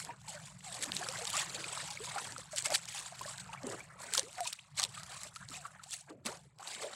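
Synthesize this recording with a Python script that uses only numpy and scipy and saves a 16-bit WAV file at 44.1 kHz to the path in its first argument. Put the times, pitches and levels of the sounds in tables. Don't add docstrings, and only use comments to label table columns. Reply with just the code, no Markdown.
import sys
import numpy as np
from scipy import signal
from scipy.fft import rfft, irfft, next_fast_len
from scipy.io import wavfile
from scipy.ndimage import uniform_filter1d, map_coordinates

SR = 44100
rng = np.random.default_rng(int(sys.argv[2]) if len(sys.argv) > 2 else 0)


def generate_wav(signal):
    frames = np.transpose(np.atleast_2d(signal))
    scaled = np.clip(frames, -1, 1) * 32767
    pcm = np.round(scaled).astype(np.int16)
    wavfile.write(sys.argv[1], SR, pcm)


N = 306495

# (frequency [Hz], relative level [dB])
SPRAY_SPECTRUM = [(880, -23.5), (1500, -12), (2200, -8.5), (3020, -8.5), (4300, -5.5), (5040, -7.5),
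                  (6200, -6.5), (7930, 2.5), (9560, -6.5), (11100, -11.5), (14000, -29.5), (15800, -27)]


def amp(db):
    return 10 ** (np.asarray(db) / 20)


def unit(x):
    return x / np.sqrt(np.mean(x ** 2) + 1e-20)


def curves(rows):
    times, *columns = np.transpose(rows)
    return [np.interp(np.arange(N) / SR, times, column) for column in columns]


def wobble(rate):
    return map_coordinates(rng.standard_normal(int(N * rate / SR) + 4), [np.arange(N) * rate / SR])


def filtered(x, response):
    size = next_fast_len(N + 8192)
    return irfft(rfft(x, size) * response(np.fft.rfftfreq(size, 1 / SR)), size)[..., :N]


def coloured(x, spectrum):
    points_hz, db = np.transpose(spectrum)
    return unit(filtered(x, lambda hz: amp(np.interp(np.log(hz + 1), np.log(points_hz), db, -120, -120))))


def patchy(patchy_db, banded_db):
    noise = signal.stft(rng.standard_normal(N), nperseg=256)[2]

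    def blur(bins, frames):
        field = rng.standard_normal(noise.shape)
        return unit(uniform_filter1d(uniform_filter1d(field, bins, 0), frames, 1))

    gain = amp(patchy_db * blur(bins=5, frames=5)) * amp(banded_db * blur(bins=2, frames=30))
    return unit(signal.istft(noise * gain, nperseg=256)[1][:N])


def rings(start, gain, hz, life, glide, size):
    start, gain, hz, life, glide = (np.reshape(v, (-1, 1)) for v in (start, gain, hz, life, glide))
    t = np.arange(size) / SR
    envelope = (1 - np.exp(-t * hz / 0.58)) * np.exp(-(t / life) ** 2)
    wave = gain * envelope * np.sin(2 * np.pi * hz * t * (1 + .5 * glide * t / life))
    at = (start * SR).astype(int) + np.arange(size)
    return np.bincount(at.ravel(), wave.ravel(), N + size)[:N]


def swarm(count, hz, octaves, cycles, spread_db, size):
    start = rng.random(count) * N / SR
    detune, stretch, strength, bend = rng.standard_normal((count, 4)).T
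    pitch = np.clip(hz * 2 ** (octaves * detune), 150, 13000)
    life = np.minimum(cycles * 2 ** (.5 * stretch) / pitch, size / SR / 3)
    return unit(rings(start, amp(spread_db * strength), pitch, life, 0.044 + 0.085 * bend, size))


def surges(count, t60):
    position, strength = rng.random((count, 2)).T
    kicks = np.bincount((position * N).astype(int), strength, N)
    level = signal.fftconvolve(kicks, amp(-60 * np.arange(SR // 4) / SR / t60))[:N]
    return unit(level - level.mean())


def crests(times, db, rise, drain):
    roundness = 1.017
    grid = np.arange(0, N / SR + .01, .001)
    late = grid - np.asarray(times)[:, None]
    span = np.where(late < 0, np.reshape(rise, (-1, 1)), np.reshape(drain, (-1, 1)))
    gain = amp(np.asarray(db)[:, None] - 20 * (abs(late) / np.maximum(span, .002)) ** roundness)
    return np.interp(np.arange(N) / SR, grid, np.sqrt((gain ** 2).sum(axis=0)))


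def hum():
    # (time [s], level [dB])
    fader = [(0.0, -59.5), (2.09, -57), (2.96, -63.5), (3.72, -54), (3.79, -60), (4.7, -69.5), (4.74, -58),
             (5.34, -62.5), (5.4, -56), (6.04, -72), (6.14, -63), (6.46, -62), (6.52, -68), (6.95, -71)]
    # (frequency [Hz], relative level [dB])
    spectrum = [(22, -52.5), (42, -32.5), (52, -13.5), (90, -10), (122, -1.5), (145, -1.5), (190, -6),
                (225, -24.5), (400, -43)]
    return amp(curves(fader)[0] + 1.1 * wobble(rate=14)) * coloured(rng.standard_normal(N), spectrum)


def ticks():
    # (time [s], level [dB], centre pitch [Hz])
    drops = [(0.0489, -21.5, 7150), (0.281, -34, 7000), (0.6065, -40, 3000), (0.8106, -26, 7100),
             (0.825, -16, 6900), (0.836, -22.5, 6200), (0.8415, -16, 7040), (0.9193, -19, 3720),
             (0.9632, -26, 5150), (0.966, -15, 4040), (1.016, -29, 6650), (1.0874, -17, 4340),
             (1.1244, -23, 8200), (1.2525, -19.5, 4800), (1.3022, -18, 6000), (1.3682, -14, 6430),
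             (1.642, -27, 2540), (1.904, -31, 5000), (2.0394, -25, 7750), (2.184, -24.5, 7300),
             (2.3223, -27.5, 4840), (2.381, -25.5, 6600), (2.5617, -18.5, 7100), (2.584, -9.5, 6660),
             (2.5898, -15, 8000), (2.6236, -21.5, 7800), (2.647, -20.5, 6100), (2.652, -22, 7000),
             (2.6582, -16, 6030), (2.7041, -16, 7140), (2.72, -21, 5600), (2.727, -21, 6350),
             (2.746, -21.5, 4920), (2.754, -28, 5950), (2.7566, -13, 3610), (2.8551, -28, 6000),
             (3.0122, -32, 5040), (3.1928, -29.5, 4500), (3.215, -21, 10200), (3.3813, -26.5, 4690),
             (3.6323, -31.5, 4540), (3.669, -24.5, 7750), (4.137, -8, 6170), (4.148, -18, 5850),
             (4.1516, -10, 6700), (4.174, -11, 6350), (4.178, -6.5, 4230), (4.1944, -10.5, 4640),
             (4.231, -27.5, 7660), (4.3297, -29.5, 7100), (4.382, -29, 2080), (4.406, -18, 7260),
             (4.5274, -22, 3780), (4.531, -18, 6640), (4.5919, -39, 2860), (4.7748, -25, 6570),
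             (4.7978, -12.5, 5400), (4.8064, -22.5, 7100), (4.8192, -15.5, 6260), (4.8298, -17, 4400),
             (4.832, -15, 4220), (4.8382, -9.5, 6040), (4.8496, -17, 4670), (5.033, -25, 6750),
             (5.065, -33, 8000), (5.215, -28, 7800), (5.2336, -19.5, 8200), (5.352, -34, 6770),
             (5.36, -26, 2930), (5.3667, -31.5, 6740), (5.4876, -29, 5330), (5.5056, -30.5, 6300),
             (5.8355, -31, 7700), (5.8389, -30, 4440), (5.909, -27, 7690), (6.0092, -36.5, 7200),
             (6.252, -34, 3430), (6.259, -22, 3650), (6.2654, -14.5, 6380), (6.2676, -23.5, 4580),
             (6.5865, -36, 5400), (6.748, -31.5, 4230)]
    bubbles_per_drop, ring_cycles, puff_t60 = 14, 2.9, 0.0095
    start, db, hz = (np.repeat(column, bubbles_per_drop) for column in np.transpose(drops))
    life = ring_cycles / hz
    delay = 1.6 * rng.random(len(start)) * life
    pitch = np.clip(hz * 2 ** (0.467 * rng.standard_normal(len(start))), 900, 13000)
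    cluster = rings(start + delay, amp(db - 14), pitch, life, glide=0, size=400)
    softened = filtered(cluster, lambda f: 1 / (1 + (f / 9500) ** 6))
    kicks = np.bincount((start * SR).astype(int), amp(db - 38.5), N)
    puff = signal.fftconvolve(kicks, amp(-60 * np.arange(SR // 10) / SR / puff_t60))[:N]
    return softened + puff * coloured(rng.standard_normal(N), SPRAY_SPECTRUM)


def plops():
    # (time [s], level [dB], pitch [Hz], life [s], glide [share of pitch])
    bubbles = [(0.091, -38.5, 920, 0.024, 0.051), (0.277, -46, 924, 0.025, -0.13),
               (0.345, -45.5, 615, 0.031, -0.062), (0.663, -47.5, 800, 0.045, -0.17),
               (0.871, -47.5, 288, 0.05, -0.28), (0.93, -46.5, 189, .04, -0.039),
               (1.01, -37, 700, 0.016, 0.056), (1.087, -43.5, 501, 0.028, 0.097),
               (1.186, -44.5, 561, 0.066, 0.5), (1.215, -44, 476, 0.029, -0.013),
               (1.342, -34.5, 1126, 0.025, 0.11), (1.58, -52, 335, 0.052, -0.03),
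               (1.641, -32, 2500, 0.0059, -0.015), (1.897, -48, 832, 0.04, 0.0058),
               (1.973, -34, 2200, 0.0042, 0.035), (2.002, -42, 401, 0.03, 0.2),
               (2.072, -42.5, 990, 0.019, -0.0039), (2.16, -31, 810, 0.012, -0.033),
               (2.181, -30.5, 1530, 0.0049, -0.19), (2.363, -34.5, 1290, 0.0035, 0.031),
               (2.532, -39.5, 649, 0.021, -0.11), (2.651, -37.5, 2130, 0.02, 0.042),
               (2.665, -40.5, 562, 0.017, 0.2), (2.701, -35.5, 706, 0.021, 0.02),
               (2.946, -46.5, 850, 0.022, -0.076), (3.123, -40, 745, 0.0064, -0.092),
               (3.211, -35, 970, 0.01, 0.11), (3.256, -40, 650, 0.01, -0.1),
               (3.278, -42.5, 1100, 0.013, 0.054), (3.492, -43.5, 900, 0.017, 0.032),
               (3.53, -42, 2500, .008, 0.15), (3.575, -45, 2300, 0.0089, -0.015),
               (3.634, -42.5, 606, 0.023, -0.27), (3.64, -38, 267, 0.028, -0.098),
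               (3.804, -41.5, 2270, 0.0083, 0.051), (4.053, -54, 910, 0.023, 0.048),
               (4.15, -30, 1370, 0.0048, -0.0065), (4.175, -38, 1060, 0.015, -0.0064),
               (4.183, -36.5, 530, 0.017, 0.0063), (4.225, -51, 378, 0.073, 0.56),
               (4.292, -55.5, 2390, 0.012, 0.38), (4.381, -40, 710, 0.022, 0.094),
               (4.405, -31, 736, 0.025, -0.074), (4.455, -39.5, 950, 0.011, 0.033),
               (4.462, -45, 2430, 0.016, 0.056), (4.589, -44, 2260, 0.009, 0.59),
               (4.797, -50.5, 814, 0.063, -0.33), (4.973, -42.5, 1190, 0.014, 0.062),
               (5.363, -41, 1250, 0.0083, 0.087), (5.427, -42, 1280, 0.0067, 0.37),
               (5.5, -53, 303, .025, -0.21), (5.515, -45.5, 1250, .01, .05),
               (5.545, -44, 2390, 0.0099, 0.12), (5.57, -52.5, 787, 0.046, -0.14),
               (5.652, -46, 1130, 0.013, 0.012), (5.795, -45.5, 1400, 0.0084, -0.066),
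               (5.86, -54.5, 676, 0.022, 0.31), (5.917, -42, 3450, 0.0085, 0.0032),
               (6.01, -63, 644, 0.03, 0.5), (6.105, -45.5, 289, 0.025, 0.19),
               (6.256, -35.5, 223, 0.014, 0.026), (6.595, -47.5, 756, 0.025, 0.11),
               (6.833, -41.5, 435, 0.019, 0.075)]
    start, db, hz, life, glide = np.transpose(bubbles)
    click = rings(start, amp(db - 7.5), 2.7 * hz, life=1.4 / hz, glide=0, size=400)
    return click + rings(start, amp(db), hz, np.clip(life, .004, .08), glide, size=6000)


def hull_slaps(churn):
    # (crest time [s], level [dB], rise [s], drain [s])
    wavelets = [(0.094, -56, .09, 0.055), (0.902, -51, 0.19, .28), (1.229, -72, .08, 0.069),
                (1.6, -55.5, 0.41, 0.36), (2.393, -58.5, 0.42, 0.047), (2.71, -56, 0.085, 0.14),
                (3.003, -75, 0.033, .15), (3.219, -58, 0.023, 0.053), (3.464, -73, 0.034, 0.13),
                (3.642, -43.5, 0.014, 0.16), (4.252, -58, 0.38, 0.14), (4.839, -66, .04, 0.067),
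                (5.26, -62, .015, 0.053), (5.5, -65.5, .015, 0.073), (6.104, -53.5, .015, 0.18),
                (6.257, -48, 0.0084, 0.17), (6.836, -50, 0.15, 0.15)]
    # (frequency [Hz], relative level [dB])
    spectrum = [(120, -32), (200, -5.5), (260, -5.5), (400, 2.5), (600, 5.5), (1200, -36)]
    glugs = swarm(count=450, hz=321.5, octaves=0.57, cycles=3.2, spread_db=2.5, size=2400)
    body = coloured(0.7 * patchy(patchy_db=-1.0, banded_db=-7) + 0.16 * glugs, spectrum)
    envelope = crests(*np.transpose(wavelets)) + amp(-26) * churn
    return envelope * amp(0.29 * wobble(rate=30)) * body


def gurgle():
    # (frequency [Hz], relative level [dB])
    spectrum = [(300, -55.5), (520, -11.5), (720, -2.5), (1200, -1), (2000, -4.5), (3000, -12.5),
                (5000, -47.5), (15800, -43)]
    bubbles = swarm(count=1300, hz=893.0, octaves=0.93, cycles=6.5, spread_db=3, size=2000)
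    return coloured(1.01 * patchy(patchy_db=5.5, banded_db=3.0) + 0.2 * bubbles, spectrum)


def spray():
    # (time [s], gain [dB])
    shelf = [(0, 0), (0.7, 2), (1.3, -0.5), (1.8, -2.5), (2.4, 2), (3.0, -0.5), (3.7, 2), (4.2, 1.5),
             (4.8, -3), (5.2, 3), (5.9, 4), (6.3, 1.5), (6.95, -3)]
    shelf_hz = 6000
    fizz = swarm(count=12000, hz=5500, octaves=.8, cycles=4, spread_db=4, size=200)
    droplets = swarm(count=2000, hz=4028, octaves=0.806, cycles=20.3, spread_db=2.0, size=900)
    noise = patchy(patchy_db=3.5, banded_db=3.5)
    hiss = coloured(0.56 * noise + 0.5 * fizz + 0.36 * droplets, SPRAY_SPECTRUM)
    treble = filtered(hiss, lambda hz: 1 / (1 + (shelf_hz / (hz + 1)) ** 6))
    flicker = amp(2.2 * wobble(rate=110))
    return flicker * (hiss + (amp(curves(shelf)[0]) - 1) * treble)


def hauling():
    # (time [s], spray level [dB], gurgle level [dB])
    background = [(0, -63.5, -56), (0.2, -70, -73), (0.62, -79, -70), (0.648, -56.5, -55.5),
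                  (1.4, -45, -47.5), (2.2, -51, -57.5), (2.45, -64, -63), (2.8, -59, -57.5),
                  (3.6, -66, -58), (3.96, -93, -64), (4.0, -54, -55), (4.6, -60, -67.5), (4.7, -76, -72),
                  (4.9, -54.5, -59.5), (5.75, -79, -70.5), (6.2, -86, -75.5), (6.572, -96, -78),
                  (6.602, -55, -52.5), (6.95, -53, -54.5)]
    # (crest time [s], spray level [dB], gurgle level [dB], rise [s], drain [s])
    swishes = [(0.0, -39, -55.5, .05, 0.064), (0.11, -64.5, -52.5, 0.092, 0.075),
               (0.33, -49.5, -51, 0.18, 0.22), (0.48, -55.5, -55, 0.25, 0.087),
               (0.75, -40.5, -71, 0.11, 0.054), (0.95, -47, -76, 0.097, 0.67), (1.2, -47, -51.5, 0.45, .2),
               (1.37, -39, -45.5, 0.18, 0.19), (1.8, -42, -46, 0.26, 0.16),
               (2.187, -46.5, -47.5, 0.35, 0.39), (2.53, -50.5, -58, 0.045, 0.44),
               (2.955, -41, -61.5, 0.14, 0.17), (3.287, -43.5, -53.5, .15, .15),
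               (3.537, -56.5, -47.5, 0.03, 0.058), (3.74, -51.5, -47.5, 0.21, 0.19),
               (4.039, -57, -48.5, 0.042, 0.19), (4.472, -39.5, -52.5, 0.092, 0.058),
               (4.99, -60.5, -58.5, 0.044, 0.61), (5.11, -51, -48, 0.047, 0.17),
               (5.236, -50, -57, 0.25, 0.065), (5.4, -61, -59.5, .05, 0.14), (5.543, -46, -53, .07, 0.097),
               (5.657, -62.5, -53.5, .15, 0.086), (5.764, -67.5, -54.5, 0.035, 0.069),
               (5.939, -43.5, -65, 0.082, 0.086), (6.262, -40.5, -43.5, 0.012, 0.12),
               (6.679, -43.5, -58, 0.063, 0.3)]
    # (crest time [s], spray level [dB], gurgle level [dB])
    splashes = [(0.834, -36.5, -61), (2.175, -54, -38), (2.584, -34, -54), (2.66, -33, -40),
                (2.715, -40.5, -37), (2.75, -29, -43.5), (3.205, -57, -67), (4.146, -37, -55),
                (4.182, -32.5, -37.5), (4.389, -62, -47), (4.531, -49, -61), (4.797, -34.5, -48.5),
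                (4.836, -37.5, -46.5), (5.362, -49, -60), (5.843, -58, -70), (6.099, -62.5, -52.5)]
    swish_times, *swish_levels, rise, drain = np.transpose(swishes)
    splash_times, *splash_levels = np.transpose(splashes)
    envelopes = []
    for background_db, swish_db, splash_db in zip(curves(background), swish_levels, splash_levels):
        swish = crests(swish_times, swish_db, rise, drain)
        splash = crests(splash_times, splash_db, rise=0.033, drain=0.033)
        envelopes.append(np.sqrt(amp(background_db) ** 2 + swish ** 2 + splash ** 2))
    return envelopes


def wash():
    toss = surges(count=330, t60=0.18)
    spray_gain, churn = hauling()
    return (spray_gain * amp(2.08 * toss) * spray()
            + churn * amp(1.24 * toss) * gurgle()
            + hull_slaps(churn))


def scene():
    return (wash() + plops() + ticks() + hum())[None]


def record(dry):
    top_hz = 15830
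    return filtered(dry, lambda hz: hz < top_hz)


dry = scene()
out = record(dry)
generate_wav(out)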